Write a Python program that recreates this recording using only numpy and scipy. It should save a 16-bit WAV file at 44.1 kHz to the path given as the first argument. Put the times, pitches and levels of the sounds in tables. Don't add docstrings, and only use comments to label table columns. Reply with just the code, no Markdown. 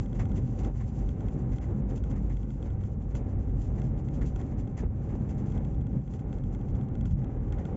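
import sys
import numpy as np
from scipy import signal
from scipy.fft import rfft, irfft, next_fast_len
from scipy.io import wavfile
from scipy.ndimage import map_coordinates

SR = 44100
rng = np.random.default_rng(int(sys.argv[2]) if len(sys.argv) > 2 else 0)


def level_to_linear(level):
    exponent = np.asarray(level, float) / 20
    return 10 ** exponent


def to_wav(sig):
    pcm = np.clip(np.atleast_2d(sig), -1, 1) * 32767
    pcm = np.round(pcm).astype(np.int16)
    wavfile.write(sys.argv[1], SR, pcm.T)


N = 342216


def unit(x):
    return x / np.sqrt(np.mean(x ** 2) + 1e-20)


def curves(rows):
    time_s, *columns = np.transpose(rows)
    return [np.interp(np.arange(N) / SR, time_s, column) for column in columns]


def wobble(rate_hz):
    knots = rng.standard_normal(int(SR / 10))
    return map_coordinates(knots, [np.arange(N) * rate_hz / SR])


def filtered(x, response):
    size = next_fast_len(N + SR // 2)
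    spectrum = rfft(x, size) * response(np.fft.rfftfreq(size, 1 / SR))
    return irfft(spectrum, size)[..., :N]


def shape(points):
    point_hz, point_db = np.transpose(points)
    return lambda hz: level_to_linear(np.interp(np.log(hz + 1), np.log(point_hz + 1), point_db))


def modes(table):
    def response(hz):
        total = 0
        for k, (centre_hz, width_hz, gain_db) in enumerate(table):
            damping = 1j * hz * width_hz
            total = total + (-1) ** k * level_to_linear(gain_db) * damping / (centre_hz ** 2 - hz ** 2 + damping)
        return total
    return response


def grit(response, spread_db):
    size = next_fast_len(N)
    knocks = rng.standard_normal(size)
    knocks = knocks * level_to_linear(spread_db * np.clip(rng.standard_normal(size), -2.5, 2.5))
    spectrum = rfft(knocks) * response(np.fft.rfftfreq(size, 1 / SR))
    return unit(irfft(spectrum, size)[:N])


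def tyres():
    # start_s, cabin_boom_db, floor_drum_db, tyre_roar_db
    road = [(0.0, -26.5, -39, -42.5), (0.11, -49, -34, -45.5), (0.13, -42.5, -35, -43),
            (0.26, -32.5, -31, -41), (0.52, -39, -32, -45), (0.67, -34.5, -34, -35),
            (0.73, -40.5, -38, -50.5), (0.99, -39, -34.5, -43), (1.25, -35, -35.5, -41.5),
            (1.38, -40, -30.5, -41.5), (1.66, -38.5, -38.5, -44.5), (1.71, -29.5, -38, -38),
            (1.75, -38.5, -32, -41.5), (1.94, -41.5, -34.5, -41), (2.03, -34, -34.5, -45),
            (2.14, -40.5, -34, -38.5), (2.18, -34, -33.5, -43), (2.23, -38, -32, -43),
            (2.31, -37, -36, -43), (2.33, -34.5, -31.5, -46), (2.38, -47, -41.5, -47.5),
            (2.44, -42, -32.5, -45), (2.55, -47, -37, -48), (2.61, -37.5, -42, -45.5),
            (2.66, -38.5, -38.5, -43.5), (2.83, -32, -36, -44.5), (2.87, -34.5, -37, -46),
            (3.13, -42, -37.5, -46.5), (3.15, -34, -35.5, -39), (3.44, -31.5, -36.5, -44.5),
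            (3.52, -35.5, -33, -43.5), (3.76, -36.5, -36.5, -42.5), (3.87, -43.5, -32, -42),
            (3.91, -34.5, -32, -41.5), (4.11, -37.5, -36.5, -44.5), (4.23, -36, -31.5, -38.5),
            (4.28, -35, -34, -43), (4.56, -38, -35, -41.5), (4.58, -34, -33.5, -42.5),
            (4.8, -37.5, -35, -45), (4.84, -32, -34.5, -37.5), (4.88, -34, -36.5, -49.5),
            (4.93, -35, -36.5, -44.5), (5.06, -35.5, -36, -43.5), (5.12, -34, -33, -41),
            (5.14, -35, -42, -37), (5.17, -40, -36, -44.5), (5.21, -33, -29.5, -40.5),
            (5.27, -37, -35.5, -40.5), (5.53, -36.5, -29.5, -43), (5.57, -34, -34, -37),
            (5.71, -37, -34.5, -45), (5.77, -32, -36, -44.5), (5.9, -41, -30.5, -45),
            (5.97, -36.5, -29, -41), (6.03, -44.5, -38.5, -49.5), (6.38, -36, -33.5, -41),
            (6.46, -40, -32, -47), (6.51, -36, -38.5, -45), (6.65, -39, -34, -42.5),
            (6.72, -28, -34.5, -42.5), (6.79, -39, -31.5, -40.5), (7.0, -34, -35.5, -44),
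            (7.02, -36.5, -29.5, -42), (7.15, -30.5, -31, -52), (7.24, -37, -29.5, -39),
            (7.3, -37.5, -38.5, -42.5), (7.46, -35.5, -33, -41), (7.54, -35, -38.5, -42),
            (7.61, -31, -37, -40.5), (7.67, -49, -35.5, -40), (7.72, -31, -44, -40.5),
            (7.76, -41, -33, -41.5)]
    # centre_hz, width_hz, gain_db
    cabin_modes = [(30.2, 10, -11), (47.5, 12, -3), (63.3, 16, -1.5), (98.6, 23, -1)]
    # centre_hz, width_hz, gain_db
    pan_modes = [(126.5, 16, 1), (167.9, 26.5, -4.5), (191.6, 28.6, -5), (258, 46, -13)]
    # centre_hz, width_hz, gain_db
    panel_modes = [(776, 19, 2.5), (551, 68, -11), (2160, 140, -5.5)]
    # freq_hz, density_db (per Hz)
    roar_spectrum = [(120, -26), (200, -2), (276, -3.5), (352, -8.5), (543, -16), (669, -25), (775, -22.5),
                     (933, -27), (2050, -42), (3800, -57.5), (4940, -83.5), (8360, -120)]

    def boom_response(hz):
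        return modes(cabin_modes)(hz) / (1 + (hz / 140) ** 2)

    def drum_response(hz):
        return modes(pan_modes)(hz) / (1 + (hz / 330) ** 2) / (1 + (90 / (hz + 1)) ** 4)

    def roar_response(hz):
        return shape(roar_spectrum)(hz) * (1 + abs(modes(panel_modes)(hz)))

    boom_db, drum_db, roar_db = curves(road)
    boom = level_to_linear(boom_db + 2.7) * grit(boom_response, spread_db=2.5)
    drum = level_to_linear(drum_db - 0.65) * grit(drum_response, spread_db=3.5)
    roar = level_to_linear(roar_db + 1.17 + 0.84 * wobble(16)) * grit(roar_response, spread_db=6)
    return boom + drum + roar


def engine():
    # start_s, firing_hz, level_db
    firing = [(0.0, 50.5, -51), (0.04, 50, -42), (0.11, 49.8, -34), (0.17, 45.2, -31.5), (0.43, 44.2, -36),
              (0.69, 49.9, -28.5), (0.8, 51, -40.5), (0.95, 55.3, -31), (1.06, 52.3, -23),
              (1.15, 51.6, -39), (1.27, 51.1, -26), (1.32, 53, -43), (1.4, 56.3, -33), (1.49, 49.9, -39),
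              (1.53, 48.9, -23.5), (1.58, 49.6, -40), (1.69, 54.6, -32), (1.79, 49, -53), (1.83, 49.1, -23),
              (1.94, 47.18, -36), (2.07, 50.96, -30.5), (2.36, 50.4, -26.5), (2.59, 50.27, -38),
              (2.64, 50.37, -34.5), (3.0, 48.6, -42), (3.07, 49.88, -30.5), (3.46, 48.68, -32.5),
              (3.54, 50.4, -31), (3.76, 50.3, -35), (3.8, 50.75, -33), (3.87, 53.3, -31),
              (4.0, 53.17, -36.5), (4.08, 56.07, -39), (4.19, 56.06, -36), (4.23, 56.45, -26),
              (4.3, 59.66, -49), (4.34, 59.9, -34), (4.45, 52.46, -51), (4.58, 52.16, -41),
              (4.62, 48.56, -23.5), (4.69, 44, -40), (4.73, 43.7, -50), (5.12, 43.7, -36),
              (5.19, 46.5, -37), (5.25, 50.3, -52), (5.3, 50.33, -38), (5.62, 51.84, -31),
              (5.71, 60.25, -41), (5.77, 61.23, -29), (5.88, 57.7, -39), (5.97, 56.4, -49),
              (6.05, 50.3, -40), (6.09, 50.1, -33), (6.2, 50.5, -46), (6.25, 48.9, -52),
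              (6.33, 47.7, -38.5), (6.51, 46.18, -32), (6.89, 47.9, -53.5), (6.98, 50.27, -35.5),
              (7.17, 50.7, -34), (7.22, 50.4, -43), (7.26, 48.5, -38), (7.33, 44, -33), (7.37, 43.52, -40),
              (7.48, 45.76, -31.5), (7.76, 45.0, -46)]
    firing_hz, level_db = curves(firing)
    phase = 2 * np.pi * np.cumsum(firing_hz + 2.48 * wobble(14)) / SR
    second_harmonic = level_to_linear(-10) * np.sin(2 * phase + 0.4 * wobble(7.6))
    return level_to_linear(level_db + 0.5 + 1.6 * wobble(20)) * (np.sin(phase) + second_harmonic)


def trim():
    # start_s, peak_db, dull_part_db, build_up_s
    jolts = [(0.1451, -54, -3.5, 0.012), (0.1935, -48, 3.5, 0.011), (0.2857, -58, -10, 0.015),
             (0.3571, -57.5, 2, 0.017), (0.5242, -68, -3, 0.012), (0.5866, -51.5, -5, 0.013),
             (0.6318, -53, -5, 0.014), (0.745, -61, 1.5, 0.017), (0.8017, -56.5, 2, 0.016),
             (0.8772, -61.5, -10, 0.012), (0.9905, -56.5, -2.5, 0.017), (1.0894, -63, -6, 0.016),
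             (1.257, -63, -1, 0.016), (1.3738, -69, -12, 0.013), (1.5194, -59, 0.5, 0.012),
             (1.5576, -59, -4.5, 0.0093), (1.6135, -57.5, 5.5, 0.016), (1.892, -55, -5, 0.016),
             (1.9562, -58, -8, 0.012), (2.0388, -65, -3, 0.012), (2.1015, -56.5, -4, 0.014),
             (2.1573, -59.5, 4, 0.012), (2.2973, -58, 3.5, 0.01), (2.369, -64, -3.5, 0.01),
             (2.657, -59, 4, 0.013), (2.805, -64, 5, 0.012), (2.8356, -66, -3, 0.013),
             (3.1013, -63.5, -0.5, 0.016), (3.1512, -51.5, -23, 0.012), (3.3474, -70, 1, 0.01),
             (3.3813, -66, -6, 0.015), (3.6092, -61, -7, 0.01), (3.653, -62, -1, 0.011),
             (3.7791, -64, 4, 0.012), (3.8333, -58, -2, 0.011), (3.9813, -61.5, -4, 0.011),
             (4.0452, -61, -12, 0.01), (4.0768, -67.5, 5, 0.01), (4.135, -60, -22, 0.016),
             (4.2144, -54.5, 3, 0.011), (4.2554, -54, -18, 0.015), (4.358, -56, -1, 0.0083),
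             (4.3919, -53, 2.5, 0.011), (4.5128, -59, 0, 0.0092), (4.576, -56.5, -3, 0.015),
             (4.771, -50.5, 1, 0.015), (5.0903, -58.5, 1, 0.012), (5.1501, -60, -15, 0.0079),
             (5.2908, -62.5, 2, 0.013), (5.3778, -56.5, -11, 0.013), (5.458, -59, -9, 0.011),
             (5.5424, -59.5, 1, 0.013), (5.6475, -67, -7, 0.012), (6.102, -62, -13, 0.013),
             (6.135, -61.5, 0, 0.01), (6.1923, -65, -8, 0.012), (6.328, -62.5, -13, 0.012),
             (6.3834, -74, -7, 0.0096), (6.4373, -80, 0, 0.012), (6.5221, -69, 3, 0.012),
             (6.686, -63, -8, 0.014), (6.7505, -63, -3, 0.013), (6.7855, -66, -2, 0.013),
             (6.9349, -66, -13, 0.013), (7.008, -67, -10, 0.011), (7.0547, -60.5, -4, 0.0089),
             (7.105, -61, -9.5, 0.012), (7.1744, -65, -3, 0.012), (7.2437, -73, 3, 0.01),
             (7.5238, -57, 2, 0.016), (7.5868, -56, 3, 0.0089), (7.652, -64, -6, 0.015)]
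    # start_s, level_db
    shake = [(0.0, -73), (0.15, -80), (0.67, -74), (1.19, -77.5), (1.32, -78.5), (1.92, -82.5),
             (2.12, -80.5), (2.53, -75.5), (2.85, -82), (3.11, -84.5), (3.48, -79.5), (3.69, -75.5),
             (3.82, -77), (4.06, -82.5), (4.36, -80), (4.45, -77.5), (4.58, -83), (4.8, -83.5),
             (5.03, -80.5), (5.32, -80), (5.47, -75), (5.9, -84), (6.05, -85), (6.57, -80), (6.7, -82.5),
             (7.39, -84), (7.76, -81.5)]
    # freq_hz, density_db (per Hz)
    fizz_spectrum = [(1530, -29.5), (2600, -1.5), (2880, -4), (3390, -7), (3540, -8), (3720, -11.5),
                     (4680, -9), (5630, -8), (6110, -2), (6860, -5), (7250, 0.5), (7590, -5), (7800, -12.5),
                     (10100, -48), (17200, -120)]
    # freq_hz, density_db (per Hz)
    rattle_spectrum = [(410, -32.5), (700, -1), (790, -1), (897, -4.5), (1420, -14), (1850, -9.5),
                       (2050, -7), (2350, -17), (2560, -22.5), (3800, -30), (4940, -56), (8360, -120)]

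    bright_power, dull_power = np.zeros(N + SR), np.zeros(N + SR)
    t = np.arange(SR // 2) / SR
    for start_s, peak_db, dull_db, build_up_s in jolts:
        u = t / max(build_up_s, 0.002)
        swell = level_to_linear(2 * (peak_db - 9.5)) * (u * np.exp(1 - u)) ** 1.94
        start = round(max(start_s - 0.004, 0) * SR)
        bright_power[start:][:len(t)] += swell
        dull_power[start:][:len(t)] += swell * level_to_linear(2 * (dull_db + 3.0))
    steady_power = level_to_linear(2 * (curves(shake)[0] + 3.0))

    fizz = np.sqrt(bright_power[:N] + steady_power) * level_to_linear(2.9 * wobble(30))
    fizz = fizz * grit(shape(fizz_spectrum), spread_db=7.5)
    rattle = np.sqrt(dull_power[:N]) * level_to_linear(5 + 2.6 * wobble(40))
    rattle = rattle * grit(shape(rattle_spectrum), spread_db=4.5)
    return fizz + rattle


def mount():
    # start_s, peak_db
    ticks = [(0.0585, -51.5), (0.1283, -50.5), (0.195, -50), (0.253, -48), (0.316, -51), (0.3775, -50),
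             (0.423, -64), (0.6461, -46), (0.7744, -70), (1.0889, -47), (1.2053, -49), (1.283, -48.5),
             (1.5194, -61), (1.5825, -48), (1.7489, -62), (1.9075, -55), (1.977, -52), (2.0373, -48),
             (2.1121, -50), (2.368, -50.5), (2.4293, -56), (2.5032, -51), (2.6256, -50), (2.6577, -65),
             (2.7019, -55.5), (2.808, -60), (2.8356, -52), (3.023, -63), (3.1503, -42.5), (3.2128, -64),
             (3.494, -63), (3.8164, -47), (3.9761, -55.5), (4.0848, -51), (4.1497, -58), (4.2141, -51.5),
             (4.359, -46), (4.4128, -52.5), (4.6738, -55), (4.7734, -63), (5.0898, -60), (5.2915, -55),
             (5.469, -57), (5.5198, -50), (5.5765, -51), (5.6473, -50), (5.7438, -59), (5.8105, -59),
             (5.8672, -53), (5.9287, -62), (5.968, -64), (6.015, -67), (6.0762, -57), (6.1362, -50),
             (6.1915, -54), (6.327, -47.5), (6.3834, -55), (6.4366, -55), (6.5467, -50.5), (6.6112, -56.5),
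             (6.6845, -56), (6.7501, -53), (6.8106, -53.5), (6.8848, -57), (6.9516, -49.5), (7.0092, -49.5),
             (7.054, -47), (7.109, -56), (7.1878, -62), (7.2429, -52.5), (7.4078, -63), (7.5222, -45),
             (7.5835, -52), (7.652, -45)]
    # freq_hz, level_db, t60_s
    part_modes = [(1430, -4, .025), (2100, -6, 0.019), (2680, -3, 0.0095), (3260, 3.5, 0.0066),
                  (4100, -6, 0.0053), (5540, -15, 0.011), (6200, -11.5, 0.014), (6900, -17, 0.014),
                  (7460, -13, 0.018)]
    out, t = np.zeros(N + SR), np.arange(SR // 10) / SR
    onset = 1 - np.exp(-t / 0.00059)
    scatter = rng.standard_normal((len(ticks), len(part_modes)))
    for (start_s, peak_db), vary in zip(ticks, scatter):
        ring = np.zeros(len(t))
        for (freq_hz, level_db, t60_s), v in zip(part_modes, vary):
            ring += level_to_linear(level_db + 1.2 * v - 60 * t / t60_s) * np.sin(2 * np.pi * freq_hz * t)
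        start = round((start_s + 0.0011) * SR)
        out[start:][:len(t)] += level_to_linear(peak_db + 2.5) * ring * onset
    return out[:N]


def scene():
    return (tyres() + engine() + trim() + mount())[None]


def low_pass(x):
    return signal.sosfilt(signal.butter(12, 8480, fs=SR, output="sos"), x)


def record(dry):
    top_hz = 7610
    mix = filtered(dry, lambda hz: 1 / (1 + (hz / top_hz) ** 90))
    return low_pass(mix)


dry = scene()
out = record(dry)
to_wav(out)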